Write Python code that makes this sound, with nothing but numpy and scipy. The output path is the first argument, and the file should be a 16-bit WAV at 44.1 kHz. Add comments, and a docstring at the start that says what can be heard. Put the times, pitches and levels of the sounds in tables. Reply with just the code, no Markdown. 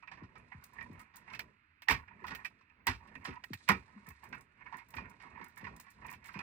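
"""A rubber roller is pushed to and fro through tacky ink on a thin metal tray in a quiet room. Its loose axle
knocks, and these impacts and the lumpy rolling contact drive the tray's resonant modes. The knocks carry bright
ticks, and stretched ink threads give a fine crackle. The sheet rumbles and flexes with low thuds and falling
whoops, and the table booms under it. The sound reaches the two microphone ports of a nearby phone; the right
port resonates at 1-3 kHz."""
import sys
import numpy as np
from scipy import signal
from scipy.fft import rfft, irfft, next_fast_len
from scipy.io import wavfile
from scipy.ndimage import map_coordinates

SR = 44100
rng = np.random.default_rng(int(sys.argv[2]) if len(sys.argv) > 2 else 0)


def dump(signal):
    """Clip the signal to [-1, 1] and save it as 16-bit WAV at the path in sys.argv[1]."""
    limited = np.clip(np.atleast_2d(signal).T, -1, 1)
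    pcm = np.round(limited * 32767).astype(np.int16)
    wavfile.write(sys.argv[1], SR, pcm)


N = 283122

# Noise spectra, each with columns: frequency_hz, relative_density_db
ROOM_SPECTRUM = [(15, -36), (25, -16.5), (86, -1.5), (178, -18), (298, -13), (367, -22), (600, -36.5),
                 (1300, -11.5), (2550, -11.5), (3210, -28), (4610, -32), (5970, -48.5), (12000, -58),
                 (15600, -78.5), (22000, -120)]  # the still room
RUMBLE_SPECTRUM = [(15, -45.5), (25, -21), (48, 0), (91, -0.5), (223, 0), (260, -3), (325, -11), (369, -7),
                   (530, -12.5), (700, -14.5), (910, -47.5), (1540, -120)]  # the sheet under the turning roller
CRACKLE_SPECTRUM = [(2200, -38.5), (3000, -7.5), (4000, 0.5), (6000, -8), (8500, -13), (10500, -17.5),
                    (12000, -44), (16000, -75)]  # tiny ink threads breaking
BOOM_SPECTRUM = [(20, -55.5), (35, -16), (60, -1.5), (95, -1.5), (130, -7.5), (200, -27.5), (400, -54)]  # the table under a blow
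SNAP_SPECTRUM = [(1800, -22), (3000, -22.5), (3500, -4.5), (6500, -2), (9000, -4), (11000, -1.5),
                 (12000, -10.5), (13000, -22.5), (16000, -75.5)]  # the body of a bright click
SNAP_TOP_SPECTRUM = [(10500, -55), (12000, 0), (13500, -4.5), (15300, 2.5), (16000, -15), (16800, -19.5)]  # its highest treble
CLATTER_SPECTRUM = [(350, -57), (600, -14.5), (1200, -6), (2600, -5), (3300, -10.5), (5200, -12),
                    (7000, -27), (10000, -37), (13000, -70.5)]  # the broad clatter of a knock

# Level of the left port against the right: frequency_hz, gain_db
LEFT_GAIN = [(60, 0.5), (99, -2), (160, -2), (270, -0.5), (450, -3.5), (740, -13.5), (1220, -9.5),
             (2010, -19), (3330, -2.5), (5500, 1), (9080, 0), (15000, 0.0)]
# Phase of the left port against the right: frequency_hz, lead_rad
LEFT_PHASE = [(50, -.1), (300, -.3), (520, -1.5), (750, -.4), (1000, 1), (1450, 2.7), (1900, 2.4),
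              (2400, .5), (3000, -1.3), (4500, -2.7), (6300, -2.3), (8000, -.3), (9200, 0), (11500, 3.1),
              (14000, 5.4), (16000, 6.3)]
# Likeness of the noise at the two ports: frequency_hz, correlation
PORT_CORRELATION = [(60, .985), (300, .8), (1000, .93), (1800, .7), (3500, .45), (5500, .5), (7500, .85),
                    (12000, .92)]

# Low bending modes of the sheet: pitch_hz, bandwidth_hz, relative_db
SHEET_MODES = [(193.4, 42, -1), (256.2, 19, -2), (368.7, 39.4, -1.5), (436, 35, -9)]
# Ringing modes of the tray, the upper ones lifted by the right port: pitch_hz, bandwidth_hz, relative_db
TRAY_MODES = [(813.5, 31.6, -15.5), (943, 54, -6.5), (1001.6, 65, -1.5), (1088, 52, -6.5), (1276, 42, -6.5),
              (1449, 57, -6), (1575, 55, -8.5), (1771, 76, -3.5), (1852, 39, -4), (1909, 69, -4),
              (2166, 82, -7.5), (2206, 79, -6.5), (2336, 36, -4), (2424, 76, -1), (2600, 31, -7.5),
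              (2650, 54, -12.5)]
# Bending waves reflected from the rims: mean_delay_s, gain_db
RIM_ECHOES = [(.02, -10), (.038, -13)]

# Event levels and decay times are nominal; each layer applies its own offsets and factors.
# Pushes of the roller, SWELL_DB down at the ends of rise and fall: peak_s, level_db, rise_s, fall_s
PUSHES = [(0.14, -58, 0.083, 0.25), (0.57, -64.5, 0.54, 0.29), (0.84, -60, .3, 0.53),
          (1.32, -55, 0.13, 0.16), (1.97, -49.5, 0.036, 0.066), (2.13, -63, 0.12, 0.51),
          (2.319, -49, 0.12, 0.12), (2.92, -61.5, 0.045, .3), (3.09, -62.5, 0.39, 0.35),
          (3.339, -55.5, 0.41, 0.09), (3.75, -58, 0.13, 0.2), (4.08, -65.5, 1, 0.11),
          (4.378, -58, 0.25, 0.081), (4.671, -60, 0.2, 0.35), (5.02, -55.5, 0.21, 0.23),
          (5.361, -58, 0.3, 0.26), (5.7, -59, 0.24, .4), (6.08, -53.5, 0.15, 0.15), (6.3, -54.5, .06, 0.6),
          (6.42, -49.5, 0.19, .3)]
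# Course of the ink's crackle: time_s, level_db
CRACKLE_LEVELS = [(0, -88), (0.2, -93), (0.48, -84.5), (0.71, -79), (1.0, -81), (1.2, -101), (1.33, -70),
                  (1.63, -104), (1.85, -104), (2.1, -93.5), (2.38, -78), (2.7, -99), (2.82, -102),
                  (2.91, -90.5), (3.22, -81), (3.36, -90), (3.65, -67), (3.9, -82), (4.24, -77.5),
                  (4.45, -97), (4.75, -81.5), (5.0, -84.5), (5.93, -79.5), (6.18, -91), (6.3, -74),
                  (6.42, -83)]
# Flexes of the sheet: start_s, level_db, first_pitch_hz, last_pitch_hz, t60_s
FLEXES = [(0.22, -42, 442, 70, 0.14), (0.546, -47, 293, 70, 0.25), (.899, -43, 410, 85.7, 0.19),
          (3.285, -40.5, 314, 68, 0.18), (3.504, -39.5, 410, 91, 0.17), (3.961, -47.5, 235, 197.3, 0.29),
          (4.078, -49.5, 298, 71, 0.46), (4.963, -44.5, 315, 63.4, 0.11), (5.63, -41, 284, 72, 0.074),
          (6.158, -53, 150, 65.4, 0.18), (6.355, -44, 344, 92, 0.14)]
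# Blows that reach the bending modes: start_s, level_db, boom_relative_db
BLOWS = [(0.353, -62, -4), (0.787, -57, 1), (1.893, -28.5, -14), (1.908, -31, -6.5), (2.12, -65, -6),
         (2.218, -45.5, -4.5), (2.305, -39.5, -17), (2.871, -31, -5), (3.152, -49.5, -5.5),
         (3.275, -36, -14), (3.692, -21.5, -17.5), (4.073, -53, -18), (4.317, -47, -23.5),
         (4.738, -48, -24), (4.956, -42.5, -8), (5.242, -52.5, -19.5), (5.4, -45, -25), (5.625, -44, -12.5),
         (6.159, -71, 6), (6.358, -46, -11)]
# Bright clicks of the knocks: start_s, level_db, top_relative_db
BRIGHT_CLICKS = [(0.3795, -60, -27), (0.6399, -42.5, -11), (0.7332, -56, -16), (0.824, -56.5, -18),
                 (0.9293, -62.5, -15), (0.993, -47.5, -20), (1.0125, -55, -13), (1.1584, -45.5, -9.5),
                 (1.167, -45.5, -17), (1.3298, -57, -18), (1.3468, -54, -12.5), (1.3925, -44.5, -7),
                 (1.8198, -53.5, -8.5), (1.8865, -29, -13.5), (1.9065, -29.5, -8), (2.2662, -54.5, -6.5),
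                 (2.2806, -47, -15), (2.3052, -56.5, -21), (2.3511, -44.5, -6.5), (2.4471, -46.5, -16),
                 (2.4565, -49, -12.5), (2.8678, -27.5, -13), (3.0744, -62, -25), (3.15, -62, -32),
                 (3.2439, -46, -24), (3.2558, -43.5, -20), (3.3383, -61, -33), (3.4417, -50.5, -8.5),
                 (3.5346, -44.5, -8.5), (3.6882, -27, -12.5), (4.0672, -52, -20), (4.0881, -44.5, -8.5),
                 (4.2384, -50, -13.5), (4.2887, -58.5, -14), (4.3505, -61, -15), (4.379, -58, -27),
                 (4.4084, -51.5, -19), (4.7688, -49.5, -13), (4.7838, -63, -15), (4.8858, -58, -11),
                 (4.9048, -52, -11), (4.9511, -56.5, -8), (4.9588, -51.5, -12), (5.0963, -53.5, -18),
                 (5.2213, -55.5, -28), (5.442, -48, -17), (5.4832, -59, -6.5), (5.5593, -56, -15),
                 (5.5753, -45.5, -14), (5.7633, -51, -16), (5.7994, -40.5, -13), (5.903, -53.5, -14),
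                 (5.915, -62, -10), (6.0636, -50.5, -15), (6.0994, -46, -16.5), (6.112, -47, -13),
                 (6.127, -46.5, -12), (6.2426, -51, -19), (6.2575, -46.5, -16), (6.2696, -47.5, -13),
                 (6.332, -61, -13), (6.3899, -52.5, -23)]
# Axle and frame knocks: start_s, level_db, low_modes_relative_db, clatter_relative_db, t60_s
AXLE_KNOCKS = [(0.024, -44.5, -1.5, -28, 0.057), (0.074, -32.5, -14, -29.5, .06),
               (0.114, -36.5, -11.5, -23.5, 0.12), (0.171, -42, -12.5, -30, 0.12),
               (0.234, -53, -0.5, -13.5, 0.079), (0.354, -45, -6.5, -23, 0.11),
               (0.517, -40, -12, -37, 0.16), (0.636, -50, -21, -19, 0.11), (0.784, -38, -11, -39, 0.13),
               (0.809, -34.5, -13, -28, 0.099), (0.994, -47, -3, -21, 0.11),
               (1.138, -52.5, -4.5, -19.5, 0.42), (1.276, -41, -6, -35, 0.074),
               (1.301, -47.5, -8, -14, 0.061), (1.334, -30.5, -19, -19, 0.027),
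               (1.347, -38, -26, -14.5, 0.071), (1.392, -32.5, -41, -12, 0.055),
               (1.82, -40, -21, -14, 0.048), (1.884, -15, -9.5, -17.5, .1),
               (1.897, -24.5, -19, -10.5, 0.057), (1.907, -19, -2, -13, 0.089),
               (1.931, -23.5, -12, -26, 0.096), (2.078, -43, -15, -32.5, .076),
               (2.24, -40, 2.6, -23.5, 0.094), (2.267, -46, -13, -7.5, 0.13), (2.28, -46, -3, -8.5, 0.15),
               (2.307, -32.5, -3, -21, 0.067), (2.348, -32.5, -40, -13, 0.039),
               (2.447, -24.5, -26, -21, 0.022), (2.455, -39.5, -24.5, -11, 0.063),
               (2.588, -57, -17, -21.5, 0.053), (2.61, -52.5, -10, -20.5, 0.056),
               (2.696, -49, -15, -31, 0.028), (2.869, -21, -5, -14.5, 0.12), (3.05, -55, 1.5, -28, .09),
               (3.073, -46, -11.5, -24, 0.1), (3.153, -33.5, -17, -29, 0.04), (3.25, -32, -5.5, -16, .14),
               (3.279, -36.5, -4.5, -23, .11), (3.356, -48, -28, -20, 0.037),
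               (3.438, -37.5, -21, -15.5, 0.034), (3.532, -31.5, -25.5, -14, .042),
               (3.678, -33, -24, -19, .06), (3.688, -12.5, -1.5, -17.5, 0.086), (3.702, -19, -7, -41, 0.14),
               (4.232, -52, -2.5, -23, 0.18), (4.326, -35.5, -5.5, -23, 0.093),
               (4.607, -45, -2.5, -31.5, 0.045), (4.659, -40.5, -6, -34, 0.13),
               (4.724, -39.5, -2, -26, 0.11), (4.739, -37.5, -9, -34, 0.2), (4.786, -41, -13, -26.5, 0.096),
               (4.938, -39.5, -1, -22, 0.091), (4.966, -31.5, -21, -20, 0.096),
               (4.981, -39.5, 3.5, -32, 0.065), (5.108, -56, 7, -30, 0.055), (5.2, -42.5, -17, -21.5, 0.16),
               (5.232, -46.5, 0.5, -23.5, 0.14), (5.374, -44.5, -7.5, -35, 0.34),
               (5.412, -40, -9.5, -29, 0.23), (5.567, -39.5, -11, -32, 0.22), (5.61, -47.5, 1, -21, .1),
               (5.641, -33.5, -16, -31, .13), (5.667, -37.5, -4.5, -26.5, 0.13),
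               (5.797, -45, -10.5, -20, 0.089), (5.865, -52.5, -3.5, -22, 0.14),
               (6.013, -45.5, -6.5, -31, 0.12), (6.046, -46, -1, -25, 0.068),
               (6.082, -34.5, -14.5, -29.5, 0.1), (6.135, -40.5, -29, -18.5, 0.082),
               (6.241, -42, -14, -22, 0.3), (6.283, -44, -2, -30, 0.13), (6.339, -33.5, -12, -25.5, 0.13),
               (6.389, -32.5, -7, -18.5, 0.066)]

ROOM_DB, SWELL_DB = -71.5, 20
FAMILY_BORDERS_HZ = (1500, 2290)  # between the tray's low, middle and top modes
BAND_LIMIT_HZ = 16900


def amp(db):
    """Amplitude ratio: tenfold for every 20 dB."""
    return 10 ** (np.asarray(db) / 20)


def unit_rms(x):
    """Normalisation to a mean power of one."""
    return x / np.sqrt(np.mean(x ** 2) + 1e-20)


def curve_at(points, hz):
    """Interpolation along a logarithmic frequency axis."""
    knot_hz, values = np.transpose(points)
    return np.interp(np.log(hz + 1), np.log(knot_hz + 1), values)


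def wobble(rate_hz):
    """Smooth random modulation: a spline through Gaussian knots."""
    knots = rng.standard_normal(int(N * rate_hz / SR) + 4)
    return map_coordinates(knots, [np.arange(N) * rate_hz / SR])


def filtered(x, response):
    """Linear filtering: the spectrum is multiplied by a complex frequency response."""
    size = next_fast_len(N + SR // 2)
    return irfft(rfft(x, size) * response(np.fft.rfftfreq(size, 1 / SR)), size)[..., :N]


def noise(spectrum):
    """Spectral shaping of two independent white noises, scaled to unit power."""
    return unit_rms(filtered(rng.standard_normal((2, N)), lambda hz: amp(curve_at(spectrum, hz))))


def shot_noise(per_s, spread_db, cap_db, decay_s):
    """Shot noise: randomly timed pulses, many small and a few large, each decaying exponentially."""
    arrivals = rng.random(N) < per_s / SR
    sizes = amp(np.minimum(spread_db * rng.exponential(size=N), cap_db))
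    return signal.lfilter([1], [1, -np.exp(-1 / (decay_s * SR))], arrivals * sizes)


def bursts(start_s, level_db, t60_s, crack_db, crack_t60_s, rise_s):
    """Incoherent impacts add in power; the envelope of each is a short crack over a dying tail."""
    power, t = np.zeros(N + SR), np.arange(SR // 4) / SR
    crack = amp(-60 * t / crack_t60_s)
    impacts = np.broadcast(start_s, level_db, np.clip(t60_s, .01, 1), crack_db, rise_s + 1e-5)
    for start, db, t60, sharp_db, rise in impacts:
        shape = (amp(-60 * t / t60) + amp(sharp_db) * crack) * (1 - np.exp(-t / rise))
        power[round(start * SR):][:len(t)] += (amp(db) * shape) ** 2
    return np.sqrt(power[:N])


def resonate(envelopes, modes, drift_db, drift_hz):
    """Forced resonance: noise drives each mode, whose share drifts as the contact point moves."""
    ring, force = np.zeros((2, N)), rng.standard_normal((2, N))
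    knots = np.arange(int(N * drift_hz / SR) + 2) * SR / drift_hz
    for envelope, (hz, width, db) in zip(envelopes, modes):
        share = np.interp(np.arange(N), knots, amp(db + drift_db * rng.standard_normal(len(knots))))
        # the second, wider stage trims the skirts of the resonance
        stages = [np.concatenate(signal.iirpeak(hz, hz / w, SR)) for w in (width, 6 * width)]
        ring += signal.sosfilt(stages, envelope * share * force) * np.sqrt(SR / (np.pi * width))
    return ring / np.sqrt(sum(amp(2 * db) for _, _, db in modes))


def push_level_db():
    """Exponential growth and decay of each push; the strongest sets the level of the rolling contact."""
    t = np.arange(N) / SR
    swells = [db - SWELL_DB * np.maximum((peak_s - t) / rise_s, (t - peak_s) / fall_s)
              for peak_s, db, rise_s, fall_s in PUSHES]
    return np.max(swells, axis=0)


def room_hush():
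    """Stationary noise: the steady background of a still room."""
    return amp(ROOM_DB) * noise(ROOM_SPECTRUM)


def rolling_rumble():
    """Forced vibration: the turning roller shakes the sheet, more strongly with each push."""
    level_db = np.maximum(-62 + 0.69 * (push_level_db() + 59), -91)  # the floor is the lifted roller
    return amp(level_db + 4.4 * wobble(11)) * noise(RUMBLE_SPECTRUM)


def ink_crackle():
    """Superposition: many tiny thread ruptures merge into a grainy hiss."""
    level_db = np.interp(np.arange(N) / SR, *np.transpose(CRACKLE_LEVELS))
    grain = .8 + 0.55 * shot_noise(per_s=140, spread_db=3, cap_db=9, decay_s=.004)
    return amp(level_db + 0.67 * wobble(34)) * unit_rms(grain) * noise(CRACKLE_SPECTRUM)


def sheet_whoops():
    """Dispersion: high bending waves arrive first, so the pitch falls; the rims reflect them."""
    whoops, t = np.zeros(N + SR), np.arange(SR // 3) / SR
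    direct_path = (0.00048, 0.019)  # mean_delay_s, gain_db
    for start_s, db, first_hz, last_hz, t60_s in FLEXES:
        pitch_hz = last_hz + (first_hz - last_hz) * np.exp(-t / 0.0089)
        attack = (1 - np.exp(-t / 0.0059)) * (1 + 0.82 * np.exp(-t / 0.0063))
        wave = amp(db - 60 * t / t60_s) * attack * np.sin(2 * np.pi * np.cumsum(pitch_hz) / SR)
        for delay_s, gain_db in [direct_path, *RIM_ECHOES]:
            arrival_s = start_s + delay_s * rng.uniform(.8, 1.2)
            whoops[round(arrival_s * SR):][:len(t)] += amp(gain_db) * wave
    return amp(2.2 * wobble(70)) * whoops[:N]  # the ink damps the sheet unevenly


def sheet_thuds():
    """Impact excitation: a blow rings the sheet's bending modes and the table booms under it."""
    start_s, db, boom_db = np.transpose(BLOWS)
    t60_s = 0.18
    blow = bursts(start_s, db - 4.5, t60_s, crack_db=-4.5, crack_t60_s=.02, rise_s=.001)
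    bending = resonate([blow] * len(SHEET_MODES), SHEET_MODES, drift_db=5, drift_hz=10)
    bending = filtered(bending, lambda hz: 1 / (1 + 1j * hz / 600) ** 2)  # low-pass
    boom = bursts(start_s + .01, db + boom_db, 1.6 * t60_s, crack_db=-9.5, crack_t60_s=.02, rise_s=.01)
    return bending + boom * noise(BOOM_SPECTRUM)


def bright_clicks():
    """Bright edge of a knock: the hard blow gives a sharp click and leaves a short fizz."""
    start_s, db, top_db = np.transpose(BRIGHT_CLICKS)
    t60_s = 0.11
    body = bursts(start_s, db - 16.5, t60_s, crack_db=14, crack_t60_s=.014, rise_s=.0025)
    top = bursts(start_s, db + top_db - 5.5, 0.87 * t60_s, crack_db=18.5, crack_t60_s=.011, rise_s=.002)
    return amp(2.5 * wobble(250)) * (body * noise(SNAP_SPECTRUM) + top * noise(SNAP_TOP_SPECTRUM))


def rolling_force():
    """Roughness excitation: lumps of ink jolt the roller and modulate the contact force's envelope."""
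    pushes = amp(push_level_db() + 3.07 * wobble(30) + 3.38 * wobble(110))
    lumps = shot_noise(per_s=60, spread_db=4, cap_db=12, decay_s=.0054)
    return pushes * (0.75 + 0.34 * lumps)


def roller_on_tray():
    """Modal response: axle knocks and the rolling contact ring the tray; knocks also clatter broadly."""
    start_s, db, low_db, clatter_db, t60_s = np.transpose(AXLE_KNOCKS)
    top_db = -11.5 - 92.5 * (t60_s - .1)  # short, hard knocks ring the top modes more
    crack_db = 0.5 - 0.027 * low_db  # thin knocks with weak low modes crack harder
    rise_s = 0.0012
    chatter = amp(1.94 * wobble(150))
    # soft rubber touches just before the frame
    rubber = bursts(start_s - .011, db - 22.5, .044, crack_db=-33, crack_t60_s=.012, rise_s=.007)
    contact = np.hypot(rolling_force(), rubber)
    low = bursts(start_s, db + low_db - 2, 1.016 * t60_s, crack_db, crack_t60_s=.013, rise_s=rise_s)
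    middle = bursts(start_s, db - 7.5, t60_s, crack_db, crack_t60_s=.0084, rise_s=rise_s)
    top = bursts(start_s, db + top_db, 1.44 * t60_s, crack_db, crack_t60_s=.014, rise_s=rise_s)
    families = [np.hypot(chatter * knocks, amp(contact_db) * contact)
                for knocks, contact_db in [(low, -0.5), (middle, 0), (top, -3.5)]]
    envelopes = [families[np.searchsorted(FAMILY_BORDERS_HZ, hz)] for hz, _, _ in TRAY_MODES]
    ring = resonate(envelopes, TRAY_MODES, drift_db=3.5, drift_hz=16)
    # the ringing stays between about 600 Hz and 3 kHz
    ring = filtered(ring, lambda hz: 1 / (1 + 1j * hz / 3000) ** 3 * (1j * hz / (600 + 1j * hz)) ** 2)
    clatter = bursts(start_s, db + clatter_db + 4, 1.5 * t60_s, crack_db - 3,
                     crack_t60_s=.019, rise_s=0.91 * rise_s)
    return amp(8) * ring + chatter * clatter * noise(CLATTER_SPECTRUM)


def microphone_ports(pair):
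    """Partial coherence: the right port hears the first signal, the left a phase-shifted mix of both."""
    def response(hz):
        ratio = amp(curve_at(LEFT_GAIN, hz))
        correlation = np.clip(curve_at(PORT_CORRELATION, hz), 0, 1)
        left = 2 * ratio / (1 + ratio) * np.exp(1j * curve_at(LEFT_PHASE, hz))
        return np.array([left * correlation, left * np.sqrt(1 - correlation ** 2), 2 / (1 + ratio)])
    left_common, left_own, right = filtered(pair[[0, 1, 0]], response)
    return np.array([left_common + left_own, right])


def scene():
    """Superposition: the pressures from tray, ink and room add at the two ports."""
    events = roller_on_tray() + bright_clicks() + sheet_thuds() + sheet_whoops()
    return microphone_ports(events + rolling_rumble() + ink_crackle() + room_hush())


def record(dry):
    """Band limiting: the phone passes nothing above its highest frequency."""
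    return filtered(dry, lambda hz: hz < BAND_LIMIT_HZ)


dry = scene()
out = record(dry)
dump(out)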